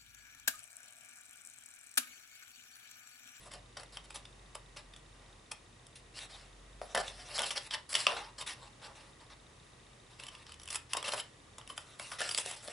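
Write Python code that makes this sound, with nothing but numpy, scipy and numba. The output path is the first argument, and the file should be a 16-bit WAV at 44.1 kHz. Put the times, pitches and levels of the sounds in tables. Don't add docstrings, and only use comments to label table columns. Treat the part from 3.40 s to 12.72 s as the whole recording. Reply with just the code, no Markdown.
import sys
import numpy as np
from scipy import signal
from scipy.fft import rfft, irfft, next_fast_len
from scipy.io import wavfile
from scipy.ndimage import uniform_filter1d
from numba import njit

SR = 44100
rng = np.random.default_rng(int(sys.argv[2]) if len(sys.argv) > 2 else 0)


def volts_from_decibels(level):
    exponent = np.asarray(level, float) / 20
    return 10 ** exponent


def put_to_file(sound):
    columns = np.atleast_2d(sound).T
    safe = np.clip(columns, -1, 1)
    whole_steps = np.round(safe * 32767)
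    wavfile.write(sys.argv[1], SR, whole_steps.astype(np.int16))


N = 411012
T = np.arange(N) / SR
SIDES = np.array([[1], [-1]])


def level(x, db):
    return x * volts_from_decibels(db) / np.sqrt(np.mean(x ** 2))


def colour(x, points):
    hz, db = np.transpose(points)
    n = next_fast_len(len(x))
    f = np.arange(1, n // 2 + 2) * SR / n
    gain = volts_from_decibels(np.interp(np.log(f), np.log(hz), db))
    return irfft(rfft(x, n) * gain, n)[:len(x)]


def walk(rate):
    hold = int(SR / rate)
    steps = np.repeat(rng.standard_normal(N // hold + 1), hold)
    return 1.14 * uniform_filter1d(uniform_filter1d(steps, hold), hold)[:N]


def ring(x, modes):
    n = x.shape[-1]
    f = np.arange(n // 2 + 1) * SR / n
    response = 0
    for k, (hz, width, db) in enumerate(modes):
        damping = 1j * f * width
        response = response + (-1) ** k * volts_from_decibels(db) * damping / (hz ** 2 - f ** 2 + damping)
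    return irfft(rfft(x) * response, n)


def patchy(x, modes, patchy_db, rate):
    out = 0
    for k, (hz, width, db) in enumerate(modes):
        b, a = signal.iirpeak(hz, hz / width, SR)
        out = out + (-1) ** k * volts_from_decibels(db) * signal.lfilter(b, a, x * volts_from_decibels(patchy_db * walk(rate)))
    return out


@njit
def sweep(x, hz, sharp):
    y, band, low, k = np.empty(len(x)), 0., 0., 1 / sharp
    for i in range(len(x)):
        g = np.tan(np.pi * hz[i] / SR)
        v = (band + g * (x[i] - low)) / (1 + g * (g + k))
        band, low, y[i] = 2 * v - band, low + 2 * g * v, k * v
    return y


# (frequency [Hz], level per Hz [dB])
AIR_TONE = [(18, -44), (30, -6.5), (123, 2.5), (191, -5), (501, -7), (582, -9), (842, -11), (1160, -10),
            (1380, -15), (2320, -14.5), (3440, -16.5), (3710, -17.5), (4300, -18.5), (11000, -22),
            (14300, -51), (22000, -120)]
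# (frequency [Hz], side minus mid [dB])
AIR_WIDTH = [(60, -24), (200, -11), (600, -2), (6000, -4), (11000, -8)]


def air_noise():
    mid = colour(rng.standard_normal(N), AIR_TONE)
    side = colour(colour(rng.standard_normal(N), AIR_TONE), AIR_WIDTH)
    return volts_from_decibels(.5 * walk(3.29)) * level(mid + SIDES * side, -59.5)


# (frequency [Hz], width [Hz], level [dB])
DUCT_NOTES = [(314, 14, 12), (487, 81, -20), (1157, 94, 3), (1920, 88, 7.5)]


def duct():
    mid = patchy(rng.standard_normal(N), DUCT_NOTES, 1.9, 5.5)
    side = patchy(rng.standard_normal(N), DUCT_NOTES, 1.9, 5.5)
    return level(mid + 0.52 * SIDES * side, -71.5)


def mains_hum():
    return np.sqrt(2) * volts_from_decibels(-73 + 1.5 * walk(3.5)) * np.sin(2 * np.pi * 120 * T)


# (time [s], level [dB])
TRAFFIC = [
    (0.0, -66),
    (0.52, -61),
    (1.95, -62.5),
    (2.05, -72),
    (3.6, -56.5),
    (4.36, -73),
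    (4.98, -67),
    (9.32, -75),
]


def traffic_drone():
    turning = np.cumsum(46 * (1 + .045 * walk(3.7))) / SR
    drone_db = np.interp(T, *np.transpose(TRAFFIC)) + 2.2 * walk(14)
    return np.sqrt(2) * volts_from_decibels(drone_db) * np.sin(2 * np.pi * turning)


# (time [s], pitch [Hz], level [dB])
PASSING_ENGINE = [
    (0, 80, -78),
    (5.5, 72, -75),
    (7.0, 74, -76),
    (7.15, 77, -62),
    (8.3, 82, -69),
    (8.5, 82, -78),
]


def passing_engine():
    s, hz, db = np.transpose(PASSING_ENGINE)
    turning = np.cumsum(np.interp(T, s, hz)) / SR
    return np.sqrt(2) * volts_from_decibels(np.interp(T, s, db) + 2.0 * walk(3.4)) * np.sin(2 * np.pi * turning)


def focus_motor():
    first_s, step_s = .0592, 1001 / 30000
    starts = np.arange(first_s, N / SR - .01, step_s)
    weak = np.arange(len(starts)) % 2
    steps = np.zeros(N)
    steps[(starts * SR).astype(int)] = volts_from_decibels(1.6 * rng.standard_normal(len(starts)) - 6.3 * weak)
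    length = int(.002 * SR)
    push = np.hanning(length) * np.cos(2 * np.pi * 3700 * T[:length])
    shell = [(3720, 150, 11), (2900, 400, -8)]  # (frequency [Hz], width [Hz], level [dB])
    tick = patchy(np.convolve(steps, push)[:N], shell, 1, 1.83)
    return tick * volts_from_decibels(-57.5) / np.percentile(np.abs(tick), 99.5)


def room(x, t60, wet_db):
    t = np.arange(int(.4 * SR)) / SR
    shared, apart = rng.standard_normal((2, len(t))) * (t > .002)
    noise = shared + 0.5 * apart * SIDES
    low = signal.lfilter([.3], [1, -.7], noise)
    tail = low * np.exp(-np.log(1000) * t / t60) + .5 * (noise - low) * np.exp(-np.log(1000) * t / 0.06)
    tail = tail * volts_from_decibels(wet_db) / np.sqrt(np.sum(tail ** 2) / 2)
    return signal.fftconvolve(x[None], tail, axes=1)[:, :N]


# (time [s], pitch [Hz])
FLAP_NOTE = [(0, 1060), (.12, 1070), (.15, 615), (.4, 776), (1.15, 820), (3.4, 705), (4.1, 750),
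             (4.66, 1120), (4.72, 700), (5.0, 1030), (5.4, 806), (7.5, 1090), (7.7, 756), (8.2, 880),
             (8.38, 1350), (8.7, 990), (8.82, 1450), (8.98, 1020), (9.06, 680), (9.2, 910), (9.28, 486)]


def flap_note():
    return np.interp(T, *np.transpose(FLAP_NOTE))


# (time [s], length [s], face level [dB], sheet level [dB], edge level [dB], change start to end [dB])
RUBS = [(0, 0.052, -54.5, -64.5, -60.5, -5), (0.053, 0.032, -57, -57, -59, -7),
        (0.108, 0.034, -51.5, -59, -63, -3), (0.143, 0.05, -57, -57.5, -68, -24),
        (0.367, 0.027, -45.5, -49, -57.5, -20), (0.393, 0.056, -56, -56.5, -64, -26),
        (0.519, 0.06, -55.5, -63, -63, 1), (0.567, 0.043, -60, -71, -73, -18),
        (0.637, 0.02, -54.5, -64, -60, 0), (0.698, 0.033, -54, -66, -62, -13),
        (0.742, 0.06, -52.5, -57.5, -57, -24), (1.146, 0.028, -51, -73, -58, -29),
        (1.361, 0.053, -47.5, -55.5, -59, -16), (1.56, 0.032, -66, -75, -72, -18),
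        (1.74, 0.22, -67, -64, -83, -2), (2.11, 0.035, -67, -67, -59, -18),
        (2.554, 0.056, -56.5, -81, -64.5, -29), (2.736, 0.054, -47.5, -59, -60, 13),
        (2.795, 0.062, -45, -54.5, -52, -3), (2.893, 0.19, -53.5, -62, -66, -12.5),
        (3.415, 0.12, -54, -56, -61, 2), (3.546, 0.068, -38.5, -37, -47.5, 6.5),
        (3.625, 0.095, -44, -53.5, -55, -2), (3.711, 0.15, -49, -55, -60.5, 2),
        (3.857, 0.115, -40.5, -49, -53, 9), (3.985, 0.074, -37, -40, -50, -9),
        (4.054, 0.042, -36.5, -47, -44, -5), (4.107, 0.035, -38, -50, -46.5, -16),
        (4.152, 0.03, -34.5, -46, -48.5, 6), (4.182, 0.091, -50, -61, -57, 6),
        (4.304, 0.043, -34.5, -48, -47.5, 9), (4.351, 0.054, -61, -55, -63, -12),
        (4.49, 0.04, -41.5, -53.5, -41, 4), (4.54, 0.032, -30, -46, -38, -1),
        (4.577, 0.086, -36.5, -51.5, -45.5, -9), (4.667, 0.1, -36.5, -39, -50, -12.5),
        (4.763, 0.14, -46, -45, -59.5, -15.5), (4.979, 0.046, -40.5, -49, -50, 4),
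        (5.061, 0.076, -39.5, -52.5, -47.5, -6.5), (5.14, 0.14, -57.5, -59, -69, 11),
        (5.414, 0.055, -44.5, -49.5, -57.5, 5), (5.475, 0.05, -57, -50.5, -73, -9),
        (5.55, 0.16, -57, -60, -67, -11), (5.801, 0.045, -59, -59.5, -73, -7),
        (5.898, 0.043, -53, -56.5, -69, -14), (6.7, 0.09, -60, -69, -71, -11),
        (6.788, 0.11, -53.5, -62, -64, -6), (6.909, 0.12, -55, -62.5, -68, 1),
        (7.06, 0.087, -55, -71, -81, -6), (7.19, 0.11, -62, -76, -67, 5),
        (7.291, 0.073, -46.5, -58, -50, 11), (7.353, 0.061, -58, -68, -62, -16),
        (7.491, 0.037, -45, -62, -57.5, 12), (7.537, 0.039, -55, -46, -61.5, -12),
        (7.565, 0.05, -42, -53, -59, -17), (7.639, 0.049, -33.5, -42, -45.5, -5),
        (7.696, 0.047, -39, -40.5, -44.5, 7), (7.751, 0.055, -41.5, -52, -48, 11),
        (7.822, 0.078, -61, -75, -66.5, -8), (8.18, 0.05, -57.5, -58, -68, -16),
        (8.288, 0.051, -51.5, -72, -56, -14), (8.361, 0.058, -58, -67, -60, -7),
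        (8.407, 0.18, -59.5, -65, -66, 3), (8.588, 0.13, -47, -58, -52, -8),
        (8.713, 0.091, -48, -53, -58.5, -23.5), (8.784, 0.097, -38, -48.5, -48, -4),
        (8.871, 0.054, -44.5, -57, -45.5, 13), (8.932, 0.059, -45, -62, -47, -5),
        (8.975, 0.042, -36, -56, -38, -13), (9.02, 0.035, -46, -58, -51, 6),
        (9.049, 0.1, -42, -51.5, -48, -3), (9.159, 0.16, -52.5, -66, -59.5, -14),
        (9.224, 0.055, -54, -58, -53.5, -5), (9.282, 0.04, -49, -53.5, -56, -2)]


def strokes():
    power = np.zeros((3, N))
    for s, length, *db, change_db in RUBS:
        i = int(s * SR)
        t = T[i:i + int((length + .06) * SR)] - T[i]
        start = 1 - np.exp(-t / 0.0028)
        drift = volts_from_decibels(change_db * (np.minimum(t / length, 1) - .5))
        let_go = np.exp(-np.maximum(t - length, 0) / 0.0044)
        power[:, i:i + len(t)] += (volts_from_decibels(np.array(db))[:, None] * start * drift * let_go) ** 2
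    return np.sqrt(power)


# (frequency [Hz], width [Hz], level [dB])
SHEET_MODES = [(256, 110, -13.5), (379, 128, -9.5), (594, 148, 0), (750, 133, -1), (1065, 63, -14),
               (1490, 550, -6.5)]
# (frequency [Hz], width [Hz], level [dB])
FACE_MODES = [(1900, 590, -13), (2816, 274, -4.5), (2990, 700, -9.5), (3770, 720, -6), (4500, 2100, -10.5),
              (5665, 900, -10.5)]
# (frequency [Hz], width [Hz], level [dB])
EDGE_MODES = [(6480, 2700, -8), (7880, 570, 5), (8870, 1760, -1), (10620, 1100, 2.5)]


def rubbing(sheet_hz):
    slips_per_s, slip_s = 300, 0.0005
    sizes = volts_from_decibels(5.4 * np.minimum(rng.exponential(size=N), 2.5))
    slips = (rng.random(N) < slips_per_s / SR) * sizes
    slips = signal.lfilter([1], [1, -np.exp(-1 / (slip_s * SR))], slips)
    grip = volts_from_decibels(2.0 * walk(50)) * (1 + 0.32 * slips)
    grip = grip / np.sqrt(np.mean(grip ** 2))
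    face, sheet, edge = strokes() * grip * rng.standard_normal((3, N))
    face = volts_from_decibels(12.5) * patchy(face, FACE_MODES, 2.5, 40)
    edge = volts_from_decibels(5.0) * patchy(edge, EDGE_MODES, 2.5, 50)
    flap = volts_from_decibels(15) * sweep(sheet, sheet_hz, 5.2)
    sheet = volts_from_decibels(10.5) * patchy(sheet, SHEET_MODES, 2.5, 25)
    return face + edge + sheet + flap


# (frequency [Hz], width [Hz], level [dB])
BLADE_MODES = [(2900, 950, -3), (5600, 690, -12)]
# (time of peak [s], peak level [dB], ring [Hz], sheet thump over it [dB], edge fizz over it [dB], rise [s])
SNIPS = [(0.1187, -44, 2070, -7, -3, 0.0033), (0.1382, -40.5, 1920, -10, 1.5, 0.0031),
         (0.373, -37.5, 4700, -3, -7.5, 0.0032), (0.3986, -40, 4560, -3, -10, 0.0019),
         (0.4344, -44, 2020, -1, -1, 0.0023), (0.5723, -33, 3150, -8.5, -8.5, 0.0018),
         (0.7064, -40, 2450, -4.5, -3, 0.0012), (0.7598, -36.5, 5930, -8, -1, 0.0032),
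         (0.855, -41, 3520, -28, -13, 0.0024), (1.1545, -37.5, 5190, -2, 2, 0.0033),
         (1.3729, -41, 4520, -6.5, -11, 0.0045), (1.539, -45, 3560, -24, -14, 0.0036),
         (1.564, -43, 3500, -14, -6, 0.0017), (2.1186, -31.5, 2476, -12, 0.5, 0.0037),
         (2.4684, -47, 5300, -17, 2.5, 0.0013), (2.7908, -36, 3400, -14, -3.5, 0.001),
         (3.4164, -39.5, 1810, 11, -9, 0.001), (3.5498, -23.5, 1900, 1.5, -2, 0.0015),
         (3.5548, -26, 1900, -10, -2, 0.00089), (3.5634, -28.5, 1950, 6.5, -21, 0.0014),
         (3.5779, -26, 1716, 0, -8, 0.0049), (3.6821, -33, 3550, -14.5, -13, 0.0032),
         (3.981, -29.5, 3100, -2, -1, 0.001), (3.9874, -24.5, 3330, -12, -17, 0.00085),
         (3.9929, -22.5, 3360, -14, -2.5, 0.00082), (4.0049, -34, 3010, -3, 0, 0.00086),
         (4.0194, -30.5, 3100, -1.5, 4.5, 0.00052), (4.0361, -28.5, 3160, -11, -7, 0.0051),
         (4.043, -28, 3120, -22, -6, 0.0014), (4.1078, -27, 3230, -21, -8, 0.0021),
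         (4.1795, -30, 3260, -12, -16, 0.0062), (4.3102, -30, 3240, -30, -18, 0.00025),
         (4.3396, -28, 2980, -15.5, -6, 0.002), (4.3526, -32.5, 3400, -14, -12, 0.0028),
         (4.531, -26.5, 5270, -15, -3, 0.0021), (4.5425, -25, 4500, -28, -8, 0.0022),
         (4.554, -16, 3120, -28, -5.5, 0.0025), (4.668, -11.5, 2760, -9, -19, 0.00053),
         (4.7218, -30.5, 2750, -0.5, -23, 0.0034), (5.0145, -33, 3670, -14, -4, 0.0073),
         (5.0776, -35, 3750, -16, -2, 0.0049), (6.8, -37.5, 2650, -18, -6, 0.0025),
         (6.838, -37, 2960, -22, -7, 0.0033), (6.8682, -37.5, 3000, -18, -4, 0.0015),
         (6.8874, -39, 3070, -15, -7, 0.0043), (6.952, -41.5, 2780, -18, -8, 0.0014),
         (7.0674, -42.5, 3050, -14, -7, 0.00083), (7.0948, -45.5, 3060, -2.5, -7, 0.0021),
         (7.1215, -40, 3030, -18, -3, 0.0019), (7.1427, -45, 3080, -15, -2, 0.001),
         (7.1988, -43, 5600, -15, -4, 0.00076), (7.219, -48.5, 3020, -14, -1, 0.0033),
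         (7.2347, -43.5, 5710, -16, -3, 0.0021), (7.258, -46.5, 3100, -14, 4, 0.0017),
         (7.278, -36, 3020, -13, -3.5, 0.0022), (7.2876, -35.5, 2630, -21, -5, 0.0012),
         (7.3071, -34.5, 5800, -13, 2, 0.004), (7.329, -32.5, 5000, -22, 1, 0.0007),
         (7.3468, -32, 3230, -16, 1, 0.00067), (7.3581, -25.5, 2520, -14, 2, 0.0035),
         (7.5347, -20.5, 2820, -12.5, -1.5, 0.0013), (7.5495, -36, 1600, 6.5, -10, 0.00074),
         (7.5711, -29, 3770, -2.5, 1, 0.0032), (7.6282, -32.5, 3280, -5, -2, 0.001),
         (7.6837, -30.5, 3140, -6, -4, 0.0049), (7.6914, -30, 2780, -6.5, -5, 0.0038),
         (7.7228, -27.5, 4200, -16, -9, 0.0033), (7.7369, -28.5, 3250, 3, -2, 0.0017),
         (7.7798, -34, 2760, -6, -10, 0.0018), (7.801, -27.5, 3080, -18, -20, 0.0033),
         (8.1838, -41, 3550, -2.5, 2, 0.001), (8.214, -44.5, 2970, -4, -16, 0.0017),
         (8.2768, -41, 2700, -18, 0, 0.001), (8.3026, -38, 3060, -2.5, -12, 0.0049),
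         (8.3791, -29.5, 3100, -8, -1, 0.0013), (8.5978, -33, 2220, -4.5, -3, 0.00093),
         (8.7192, -36, 2000, -8, -3, 0.0012), (8.806, -28.5, 1610, -1.5, 1.5, 0.00085),
         (8.8185, -28, 1750, -0.5, -4, 0.0049), (8.8927, -25.5, 5540, -18, -6, 0.0025),
         (8.9141, -27.5, 4740, -17, -5, 0.0044), (8.9482, -22, 4570, -18, -5, 0.00089),
         (8.9776, -24.5, 3140, -19, 4.5, 0.0012), (8.9861, -22.5, 3400, -12, -7, 0.001),
         (9.0614, -35, 2110, -1, 6, 0.00086), (9.1141, -36, 3070, -4, 1, 0.0031),
         (9.2778, -34, 4360, -12, -3.5, 0.0014), (9.2839, -38, 3520, 2, -5.5, 0.0015)]


def cracks(sheet_hz):
    size, lead_s = 2048, .012
    out = np.zeros(N + size)
    t = np.arange(size) / SR - lead_s
    for s, db, hz, sheet_db, edge_db, rise in SNIPS:
        i = int((s - lead_s - .0005) * SR)
        rise = np.clip(rise, .0002, .006)
        shape = np.where(t < 0, np.exp(-(t / rise) ** 2), np.exp(-t / (0.66 * rise + 0.0009)))
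        face, sheet, edge = shape * rng.standard_normal((3, size))
        face = ring(face, FACE_MODES + BLADE_MODES)
        note = ring(shape ** 2 * np.cos(2 * np.pi * hz * t), [(hz, hz / 6, 0)])
        note_gain = volts_from_decibels(min(-6 - .5 * edge_db, -1))
        face = face / np.abs(face).max() + note_gain * note / np.abs(note).max()
        sheet = ring(sheet, SHEET_MODES + [(sheet_hz[i], 220, 3)])
        edge = ring(edge, EDGE_MODES)
        for part, over_db in ((face, 0), (sheet, sheet_db), (edge, edge_db)):
            out[i:i + size] += part * volts_from_decibels(db + over_db + 1.5) / np.abs(part).max()
    return out[:N]


def scene():
    background = air_noise() + duct() + mains_hum() + traffic_drone() + passing_engine()
    sheet_hz = flap_note()
    card = rubbing(sheet_hz) + cracks(sheet_hz)
    bounce = volts_from_decibels(-14) * np.roll(np.diff(card, prepend=0), int(.0011 * SR))
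    direct = card * volts_from_decibels(0.26 * SIDES) + SIDES * bounce
    return background + focus_motor() + room(card, 0.23, -9) + direct


def band_limit(x):
    return signal.sosfilt(signal.butter(12, 11920, fs=SR, output="sos"), x)


def record(dry):
    top_cut = signal.ellip(8, .3, 75, 10740, fs=SR, output="sos")
    mix = signal.sosfilt(top_cut, dry)
    return band_limit(mix)


dry = scene()
out = record(dry)
put_to_file(out)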